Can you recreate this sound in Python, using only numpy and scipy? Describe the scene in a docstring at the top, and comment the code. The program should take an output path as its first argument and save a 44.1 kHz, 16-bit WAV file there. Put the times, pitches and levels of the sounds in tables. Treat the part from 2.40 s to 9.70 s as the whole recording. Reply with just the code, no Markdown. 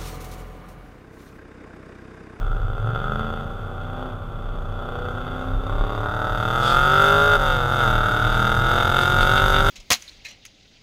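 """On a hill course, just outside the driver's window of a V8 hot rod: it threads chicanes on a light throttle,
pulls hard, shifts up at five seconds and pulls again. The near bank's uneven firings are pulse trains that
bark, crack and ring through an open side pipe, with rasp and hiss of turbulent gas; engine orders drone and sing.
Wind at the window is an unsteady low throb amid filtered noise; tyres and body are filtered noise below."""
import sys
import numpy as np
from scipy import signal
from scipy.fft import rfft, irfft, next_fast_len
from scipy.io import wavfile
from scipy.ndimage import uniform_filter1d

SR = 44100
rng = np.random.default_rng(int(sys.argv[2]) if len(sys.argv) > 2 else 0)


def unload_wav(signal):
    """Save mono or channel-first audio to the path in sys.argv[1] as 16-bit WAV at rate SR, clipped to [-1, 1]."""
    wavfile.write(
        sys.argv[1],
        SR,
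        np.round(np.clip(np.atleast_2d(signal).T, -1, 1) * 32767).astype(np.int16),
    )


N = 321930

# engine speed: (time [s], four-stroke cycles [per s])
ENGINE_SPEED = [(0.0, 20.0), (0.23, 19.62), (0.3, 19.76), (0.53, 23.25), (0.8, 27.41), (0.95, 28.24),
                (1.33, 30.28), (1.43, 30.54), (1.65, 32.11), (1.73, 31.0), (1.83, 29.68), (2.18, 30.23),
                (2.33, 29.6), (2.45, 30.59), (2.55, 30.39), (2.75, 30.92), (3.08, 32.59), (3.25, 33.45),
                (3.35, 35.09), (3.63, 36.71), (3.75, 38.31), (4.0, 38.03), (4.18, 41.8), (4.3, 43.2),
                (4.55, 48.79), (4.88, 52.49), (4.95, 52.02), (5.0, 49.26), (5.25, 43.13), (5.33, 44.71),
                (5.41, 43.11), (5.5, 38.82), (5.73, 37.63), (5.86, 39.14), (5.95, 39.52), (6.15, 41.45),
                (6.55, 44.47), (6.68, 45.75), (6.8, 46.19), (7.05, 48.57), (7.15, 48.23), (7.3, 50.09)]
# how hard the engine works, as the loudness of its exhaust: (time [s], level [dB])
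EFFORT = [(0.0, -35.5), (0.36, -34.5), (0.55, -29), (0.81, -27), (1.18, -36.5), (1.68, -32.5),
          (1.79, -39.0), (2.3, -35), (2.6, -30), (3.11, -32.2), (3.18, -35.5), (3.29, -31), (3.98, -24.5),
          (4.31, -18.5), (4.69, -16), (4.94, -17.0), (4.98, -18.5), (5.29, -22.5), (5.43, -19.5),
          (5.62, -22), (6.81, -18.5), (7.3, -18.5)]
# tyre and road noise, growing with road speed: (time [s], level [dB])
ROLLING = [(0, -33), (2.2, -35), (3.5, -31.5), (5.6, -28.5), (7.3, -24)]
# the pulses leave the pipe latest in the first second, at low revs, and earliest at the end of the first
# hard pull: (time [s], lateness [firing slots])
LATENESS = [(1.0, .3), (1.2, .07), (3.7, .04), (4.95, -.2), (5.3, 0)]
# which strength each firing slot takes: (0-3 the near bank's cylinders, 4 the far bank)
FIRING_ORDER = [0, 4, 1, 2, 4, 3, 4, 4]
FIRST_FIRING_S = 0.0457


def from_db(db):
    """Decibels to gain."""
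    return 10 ** (np.asarray(db) / 20)


def in_time(rows):
    """The columns of a curve, at every sample."""
    s, *columns = np.transpose(rows)
    return [np.interp(np.arange(N) / SR, s, c) for c in columns]


def bell(x, centre, half_width):
    """A smooth hump of height 1."""
    return np.exp(-((x - centre) / half_width) ** 2)


def swells(rows):
    """Smooth humps of level from rows of (time [s], half length [s], level [dB])."""
    t = np.arange(N) / SR
    return sum(from_db(db) * bell(t, s, half_s) for s, half_s, db in rows)


def during(from_s, to_s, settle_s=0.057):
    """1 inside a stretch of time, with short ramps."""
    t = np.arange(N) / SR
    return np.clip(0.5 + np.minimum(t - from_s, to_s - t) / settle_s, 0, 1)


def wander(count, channels, size=5):
    """Slow chance, smoothed over a few steps; spread 1."""
    chance = rng.standard_normal((count, channels))
    slow = uniform_filter1d(uniform_filter1d(chance, size, axis=0), size, axis=0)
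    return slow / slow.std()


def waver(count=400):
    """Slow chance at every sample; 400 steps make it change about ten times a second."""
    steps = wander(count=count, channels=1)[:, 0]
    return np.interp(np.linspace(0, count - 1, N), np.arange(count), steps)


def levelled(x, span=0.095):
    """Holds the running rms near 1, leaving the single pulses their shape."""
    size = int(span * SR)
    power = uniform_filter1d(uniform_filter1d(x * x, size), size)
    return x / np.sqrt(power + 1e-18)


def cut(x, hz, kind, order=2):
    """Butterworth low-, high- or band-pass."""
    return signal.sosfilt(signal.butter(order, hz, kind, fs=SR, output="sos"), x)


def colour(x, points):
    """Causal (minimum-phase) filter with the given spectrum, dying away above its last point."""
    size = next_fast_len(N + SR, real=True) // 2 * 2
    hz, db = np.transpose(list(points) + [(SR, -130)])
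    bin_hz = np.arange(size // 2 + 1) * SR / size
    log_gain = np.log(from_db(np.interp(np.log(bin_hz + 1), np.log(hz), db)))
    # folding the cepstrum onto positive time gives the minimum phase
    cepstrum = irfft(log_gain)
    cepstrum[1:size // 2] *= 2
    cepstrum[size // 2 + 1:] = 0
    return irfft(rfft(x, size) * np.exp(rfft(cepstrum)))[:len(x)]


def resonate(x, modes):
    """Parallel resonances with alternating signs, from rows of (pitch [Hz], width [Hz], level [dB])."""
    out = 0
    for k, (hz, width_hz, db) in enumerate(modes):
        r = np.exp(-np.pi * width_hz / SR)
        poles = [1, -2 * r * np.cos(2 * np.pi * hz / SR), r * r]
        mode = (1 - r * r) / 2 * signal.lfilter([1, 0, -1], poles, x)
        out = out + (-1) ** k * from_db(db) * mode
    return out


def road_swing_db():
    """Road noise above its average, a measure of road speed."""
    road_db, = in_time(ROLLING)
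    return road_db - road_db.mean()


def road():
    """Tyres and body rumble, growing with road speed; bumps set the body booming at its resonance."""
    # tyre and road rumble: (frequency [Hz], relative level [dB])
    rumble_spectrum = [(25, -9), (65, -11), (104, 4), (130, -12.5), (240, -17.5), (450, -18), (1000, -27.5),
                       (1350, -12), (1800, -40), (3500, -42), (4500, -55), (15000, -58)]
    # booms of the body over bumps: (time [s], half length [s], level [dB])
    bumps = [(6.92, 0.054, -21.5)]
    body_hz, body_width_hz = 106, 5.6
    tyre_noise = levelled(colour(rng.standard_normal(N), rumble_spectrum), span=0.35)
    rumble = from_db(in_time(ROLLING)[0]) * tyre_noise
    body = resonate(rng.standard_normal(N), [(body_hz, body_width_hz, 0)])
    return rumble + swells(bumps) * levelled(cut(body, 160, "low"))


def buffeting():
    """Strength of the air at the window: a breeze that grows with road speed, and gusts on top."""
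    # gusts at the window: (time [s], half length [s], level [dB])
    gusts = [(.12, 0.27, -21), (.7, 0.22, -30), (2.17, 0.25, -27.5), (3.167, 0.062, -20),
             (3.39, 0.064, -16.5), (3.92, .04, -26), (4.39, 0.064, -21.5), (5.063, 0.16, -23),
             (5.544, 0.12, -22), (5.914, 0.094, -22), (6.24, 0.18, -26), (6.845, 0.093, -19.5),
             (7.172, 0.21, -20)]
    breeze_db, follows_road, waver_db = -32.5, 0.45, 0.9
    t = np.arange(N) / SR
    breeze = from_db(breeze_db + follows_road * road_swing_db() + waver_db * waver())
    gust_power = sum((from_db(db) * bell(t, s, half_s)) ** 2 for s, half_s, db in gusts)
    return np.sqrt(breeze ** 2 + gust_power)


def wind(cabin_hz=31.1, wobble_hz=1.72, turbulence=0.56):
    """Air tumbling past the open window sets the cabin throbbing unsteadily, amid broad turbulence."""
    # broad turbulence: (frequency [Hz], relative level [dB])
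    eddy_spectrum = [(10, -14), (25, -4), (35, 1.5), (55, -7.5), (100, -18.5), (180, -29.5)]
    throb_hz = cabin_hz + wobble_hz * waver()
    throb = np.sqrt(2) * np.sin(2 * np.pi * np.cumsum(throb_hz) / SR)
    eddies = levelled(colour(rng.standard_normal(N), eddy_spectrum))
    return buffeting() * levelled(throb + turbulence * eddies, span=0.094)


def wide_open(half_way_db=-24, softness_db=1.9):
    """How far the throttle is towards wide open, 0 to 1, judged by the effort."""
    return 1 / (1 + np.exp((half_way_db - in_time(EFFORT)[0]) / softness_db))


def throttle_shut():
    """1 while the foot is off the throttle for the shift."""
    return during(4.972, 5.285, settle_s=0.00475)


def low_revs(smooth_rate=37):
    """1 below the engine's smooth range [cycles per s], fading to 0 across one cycle per second."""
    return np.clip(0.5 + smooth_rate - in_time(ENGINE_SPEED)[0], 0, 1)


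def raggedness(coasting_db=2.0, pulling_db=0.9):
    """Depth of the firings' scatter [dB]: burning is ragged at low revs and evens out as the engine pulls."""
    low = low_revs()
    return coasting_db * low + pulling_db * (1 - low)


def layer_db(cruise_db, effort_share, db_per_octave, wide_open_db, waver_db=0.93):
    """Level of an engine layer from effort, engine speed and throttle, with a slight waver of its own."""
    cruise_rate, cruise_effort_db = 40, -20    # cycles per s, dB
    (effort_db,), (rate,) = in_time(EFFORT), in_time(ENGINE_SPEED)
    from_effort_db = effort_share * (effort_db - cruise_effort_db)
    from_speed_db = db_per_octave * np.log2(rate / cruise_rate)
    steady_db = cruise_db + from_effort_db + from_speed_db
    return steady_db + wide_open_db * wide_open() + waver_db * waver()


def singing():
    """Single engine orders swell and whine for a moment, gliding with the revs."""
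    # (time [s], half length [s], level before waver [dB], multiple of the cycle rate)
    singing_orders = [(1.55, .2, -45, 25), (2.63, .1, -37, 16), (4.53, .13, -51, 103),
                      (4.62, .22, -38.5, 72), (4.7, .25, -42.5, 54), (5.18, .12, -37, 11)]
    angle = 2 * np.pi * np.cumsum(in_time(ENGINE_SPEED)[0]) / SR
    out = 0
    for *swell, k in singing_orders:
        strength = swells([swell]) * from_db(2 * waver())
        out = out + strength * np.sin(round(k) * angle + 0.5 * waver())
    return np.sqrt(2) * out


def drone(waver_db=2.0):
    """The lowest engine orders are clean tones; each booms as it sweeps through the cabin's resonance."""
    # resonance of the cabin: (frequency [Hz], relative level [dB])
    cabin_response = [(66, -21), (85, -4), (108, 4), (130, 0.5), (160, -4.5), (200, -5.5), (260, -22),
                      (380, -25)]
    # orders in the boom: (multiple of the cycle rate, relative level [dB])
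    boom_orders = [(2, -7.5), (3, 0), (4, -14), (5, -2), (6, -6.5), (7, -11)]
    # body resonances that the firing hum sweeps through: (frequency [Hz], relative level [dB])
    hum_response = [(160, -17), (222, -5.5), (243, -18.5), (261, -2), (300, -25.5), (345, -25),
                    (378, -15.5), (408, -8)]
    shut_hum_db = -15    # the firing hum fades while the throttle is shut
    rate, = in_time(ENGINE_SPEED)
    firing_order = len(FIRING_ORDER)
    # the exhaust booms as the engine first takes up the load
    take_up_db = 9.7 * bell(np.arange(N) / SR, 0.48, 0.074)
    boom_db = layer_db(cruise_db=-32, effort_share=0.64, db_per_octave=-6.5, wide_open_db=2) + take_up_db
    hum_db = layer_db(cruise_db=-22, effort_share=1.1, db_per_octave=-1.5, wide_open_db=-2.5)
    hum_db = hum_db + np.interp(firing_order * rate, *np.transpose(hum_response))
    hum_db = hum_db + shut_hum_db * throttle_shut()
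    angle = 2 * np.pi * np.cumsum(rate) / SR
    boom = 0
    for k, db in boom_orders:
        order_db = db + np.interp(k * rate, *np.transpose(cabin_response)) + waver_db * waver()
        boom = boom + from_db(order_db) * np.cos(k * angle)
    from_first = angle - angle[int(FIRST_FIRING_S * SR)]
    hum = -np.cos(firing_order * from_first - 2 * np.pi * in_time(LATENESS)[0])
    return np.sqrt(2) * (from_db(boom_db) * boom + from_db(hum_db) * hum)


def firings():
    """One pressure pulse per cylinder and cycle; ragged burning scatters both strength and timing."""
    # cylinders drop out and catch again: (time [s], near cylinders 1-4 [dB] x 4, far bank [dB])
    burn = [(0, -2, -9, -3, -3, -15), (.8, -1, -9, -5, 1, -17), (1.15, -3.5, 0, -2.5, 1, -7),
            (2.3, -10.5, -5, -0.5, -5, -8.5), (3.2, -1, -10, -3, 0, -10.5), (3.28, 0, -12, -6.5, -19, -9),
            (3.55, -0.5, -7, -1.5, -10, -11), (4.03, 0.5, -1, -3, -7, -13.5), (4.18, -1, 1, -6, -2.5, -18),
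            (5.3, 1.5, -2.5, 4, 1.5, -11), (5.7, 0, -2.5, -6, -5, -9), (6.5, -1.5, 0.5, -5, -7.5, -14.5),
            (6.7, -4, 2.5, -9.5, -2, -16)]
    # unequal header pipes delay each slot's pulse: (delay [firing slots])
    header_lag = [0.026, -0.019, 0.0724, -0.116, -0.444, -0.023, .2, 0.047]
    shut_lateness = 1.45        # firing slots; with the throttle shut the gas is pumped out later
    jitter_s_per_db = 0.00002   # scatter of timing that goes with the scatter of strength
    t, per_cycle = np.arange(N) / SR, len(FIRING_ORDER)
    slots = np.cumsum(in_time(ENGINE_SPEED)[0]) / SR * per_cycle
    slots -= np.interp(FIRST_FIRING_S, t, slots)
    slot = np.arange(int(slots[0]), int(slots[-1]))
    place = slot % per_cycle
    late = np.interp(slot, slots, in_time(LATENESS)[0] + shut_lateness * throttle_shut())
    when = np.interp(slot + late + np.array(header_lag)[place], slots, t)
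    cylinders_db = [np.interp(when, t, db) for db in in_time(burn)]
    strength_db = np.choose(np.array(FIRING_ORDER)[place], cylinders_db)
    scatter_db = np.interp(when, t, raggedness())
    # each cylinder's mixture also drifts over several cycles, so the harmonics trade strength
    drifts = [wander(count=400, channels=per_cycle).ravel() for _ in range(2)]
    strong, tardy = [(drift + 1.07 * rng.standard_normal(len(drift)))[:len(slot)] for drift in drifts]
    size = from_db(strength_db + scatter_db * strong)
    at = np.clip((when + jitter_s_per_db * scatter_db * tardy) * SR, 0, N - 2)
    # each pulse is shared between the two samples around its exact time
    whole, part = at.astype(int), at % 1
    return np.bincount(whole, size * (1 - part), N) + np.bincount(whole + 1, size * part, N)


def pipe_echo(x, round_trip_s=0.00588, share=0.4, drift_s=0.00005, escape_hz=1100):
    """The low part of each pulse returns inverted along the open pipe; the trip drifts with the gas's heat."""
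    samples = np.arange(N)
    lag = (round_trip_s + drift_s * waver()) * SR
    returning = cut(x, escape_hz, "low", order=1)
    return x - share * np.interp(samples - lag, samples, returning, left=0)


def gas_puffs(pulses, decay_s, steady, rise_s=0.0013):
    """Turbulence swells just after each pulse and dies down to a steady flow."""
    gate = pulses + 1e-18
    for time_s in (rise_s, decay_s):
        gate = signal.lfilter([1], [1, -np.exp(-1 / (time_s * SR))], gate)
    return levelled((levelled(gate) + steady) * rng.standard_normal(N))


def in_hot_pipe(x, shape, table):
    """Filters on a clock that runs with the speed of sound in the pipe, so all resonances move together."""
    # resonances move with the heat of the gas: (time [s], factor on their pitch)
    pipe_tuning = [(2.6, 0.96), (3.05, 0.98), (3.8, 1.0), (4.2, .97), (4.92, 0.994), (6.1, 1.005)]
    clock = np.cumsum(in_time(pipe_tuning)[0])
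    ticks = np.arange(int(clock[-1]))
    on_pipe_clock = np.interp(ticks, clock, x)
    return np.interp(clock, ticks, shape(on_pipe_clock, table))


def throttle_lift(at_s=4.972, lost=0.64, recovery_s=0.03):
    """The roar drops at once when the throttle shuts for the shift, and recovers exponentially."""
    since = np.arange(N) / SR - at_s
    return 1 - lost * np.clip(since / 0.0023, 0, 1) * np.exp(-np.abs(since) / recovery_s)


def flares(puffs):
    """Short swells of sharp, tearing gas noise, as the throttle opens or a gust hits."""
    # (time [s], half length [s], level [dB])
    flare_swells = [(4.29, 0.073, -28), (6.625, 0.013, -29), (6.825, 0.016, -27), (6.975, 0.018, -31)]
    # tearing gas: (frequency [Hz], relative level [dB])
    flare_spectrum = [(1500, -45), (2700, -5.5), (3100, -8.5), (3450, 8), (4000, -13.5), (4700, -8.5),
                      (5500, -19), (9000, -23)]
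    return swells(flare_swells) * levelled(colour(puffs, flare_spectrum))


def exhaust():
    """Pulses crack and bark cleanly; higher up the pipe rings, and ever more of the sound is turbulent gas."""
    # spectra: (frequency [Hz], relative level [dB])
    bark_spectrum = [(90, -25), (190, -7.5), (315, -6), (400, -6), (480, 2), (570, 3.5), (680, 1.5),
                     (790, 2), (920, 1.5), (1040, -10), (1200, 2), (1550, -5), (1950, -14.5)]
    growl_spectrum = [(90, -24.5), (200, -2), (300, -7.5), (370, 1), (490, 5), (620, 1), (700, -2.5),
                      (790, 5), (900, -7.5), (1020, -5.5), (1180, 3), (1500, -20), (1950, -21)]    # the bark at low revs, hollower and lower
    crack_spectrum = [(200, -13), (650, -7.5), (1000, -1), (1230, 3.5), (1500, -14.5), (2000, -17)]    # the bare shock front of a pulse
    rasp_spectrum = [(1300, -30.5), (1650, -5), (1850, -9), (2170, 0), (2450, -14.5), (2720, -0.5),
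                     (2950, -5.5), (3400, 0.5), (3620, 9), (3900, -11), (4250, -27), (4750, -12),
                     (5200, -31.5), (6500, -42)]      # the metallic rasp of the pipe
    hiss_spectrum = [(4250, -1), (4750, 6.5), (5200, -1.5), (6000, 2), (6600, 6), (6950, -2.5),
                     (7800, -0.5), (8700, -4.5), (11000, -3.5), (12800, -0.5), (15500, -11.5)]
    # pipe resonances: (pitch [Hz], width [Hz], relative level [dB])
    pipe_modes = [(1235.5, 160, -4.5), (1419, 134, 1.5)]
    # the pipe rings less while the throttle is eased or just reopened: (from [s], to [s], change [dB])
    dull_spells = [(1.75, 2.377, -2.5), (3.146, 3.63, -5)]
    bark_grit, rasp_grit = 0.16, 0.33    # turbulence against clean pulses, before raggedness and air
    flutter_share = 0.28     # dB of rasp flutter per dB of road noise above its average
    airstream_share = 0.63   # the passing air tears at the jet: rasp and hiss take this share of road swing

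    bark_db = layer_db(cruise_db=-24, effort_share=0.9252, db_per_octave=2, wide_open_db=-4)
    crack_db = layer_db(cruise_db=-32, effort_share=1.47, db_per_octave=-0.5, wide_open_db=-3.5)
    ring_db = layer_db(cruise_db=-22, effort_share=1.5348, db_per_octave=-6, wide_open_db=0.14)
    rasp_db = layer_db(cruise_db=-35, effort_share=1.01, db_per_octave=0.5, wide_open_db=1.13)
    hiss_db = layer_db(cruise_db=-53.5, effort_share=0.88, db_per_octave=0, wide_open_db=9)
    # hard cracks as the cylinders catch again after the last chicane
    crack_db = crack_db + 8.4 * during(3.26, 3.7, settle_s=0.05)
    ring_db = ring_db + sum(db * during(from_s, to_s) for from_s, to_s, db in dull_spells)

    pulses = firings()
    shocks = -levelled(pipe_echo(pulses))
    puffs = gas_puffs(pulses, decay_s=0.005, steady=0.75)
    short_puffs = gas_puffs(pulses, decay_s=0.0014, steady=0.33)
    ragged = raggedness()    # ragged burning leaves more turbulence behind each pulse
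    low, air_db = low_revs(), road_swing_db()
    puffs_in_air = from_db(air_db) * puffs    # the airstream stirs it up as the car gathers speed
    blows = shocks + bark_grit * ragged * puffs_in_air
    gritty_blows = shocks + rasp_grit * ragged ** 2 * puffs_in_air

    bark_and_growl = (1 - low) * colour(blows, bark_spectrum) + low * colour(blows, growl_spectrum)
    bark = from_db(bark_db) * levelled(bark_and_growl)
    crack = from_db(crack_db) * levelled(colour(-pulses, crack_spectrum))
    ringing = in_hot_pipe(blows, resonate, pipe_modes)
    ring = from_db(ring_db) * levelled(cut(ringing, [950, 1650], "band"))
    rasp = from_db(rasp_db) * levelled(in_hot_pipe(gritty_blows, colour, rasp_spectrum))
    hiss = from_db(hiss_db) * levelled(colour(short_puffs, hiss_spectrum))
    flutter = from_db(flutter_share * np.maximum(air_db, 0) * waver(count=1300))
    torn_gas = from_db(airstream_share * air_db) * (flutter * rasp + hiss)
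    return (bark + crack + ring + torn_gas) * throttle_lift() + flares(puffs)


def scene():
    """Sums the sources on one channel; everything rides along with the microphone."""
    return (road() + wind() + singing() + drone() + exhaust())[None]


def record(dry):
    """Cuts the deepest rumble, and steeply cuts the top above 15.3 kHz."""
    without_rumble = cut(dry, 14, "high")
    top_cut = signal.ellip(10, 0.1, 80, 15300, fs=SR, output="sos")
    return signal.sosfilt(top_cut, without_rumble)


dry = scene()
out = record(dry)
unload_wav(out)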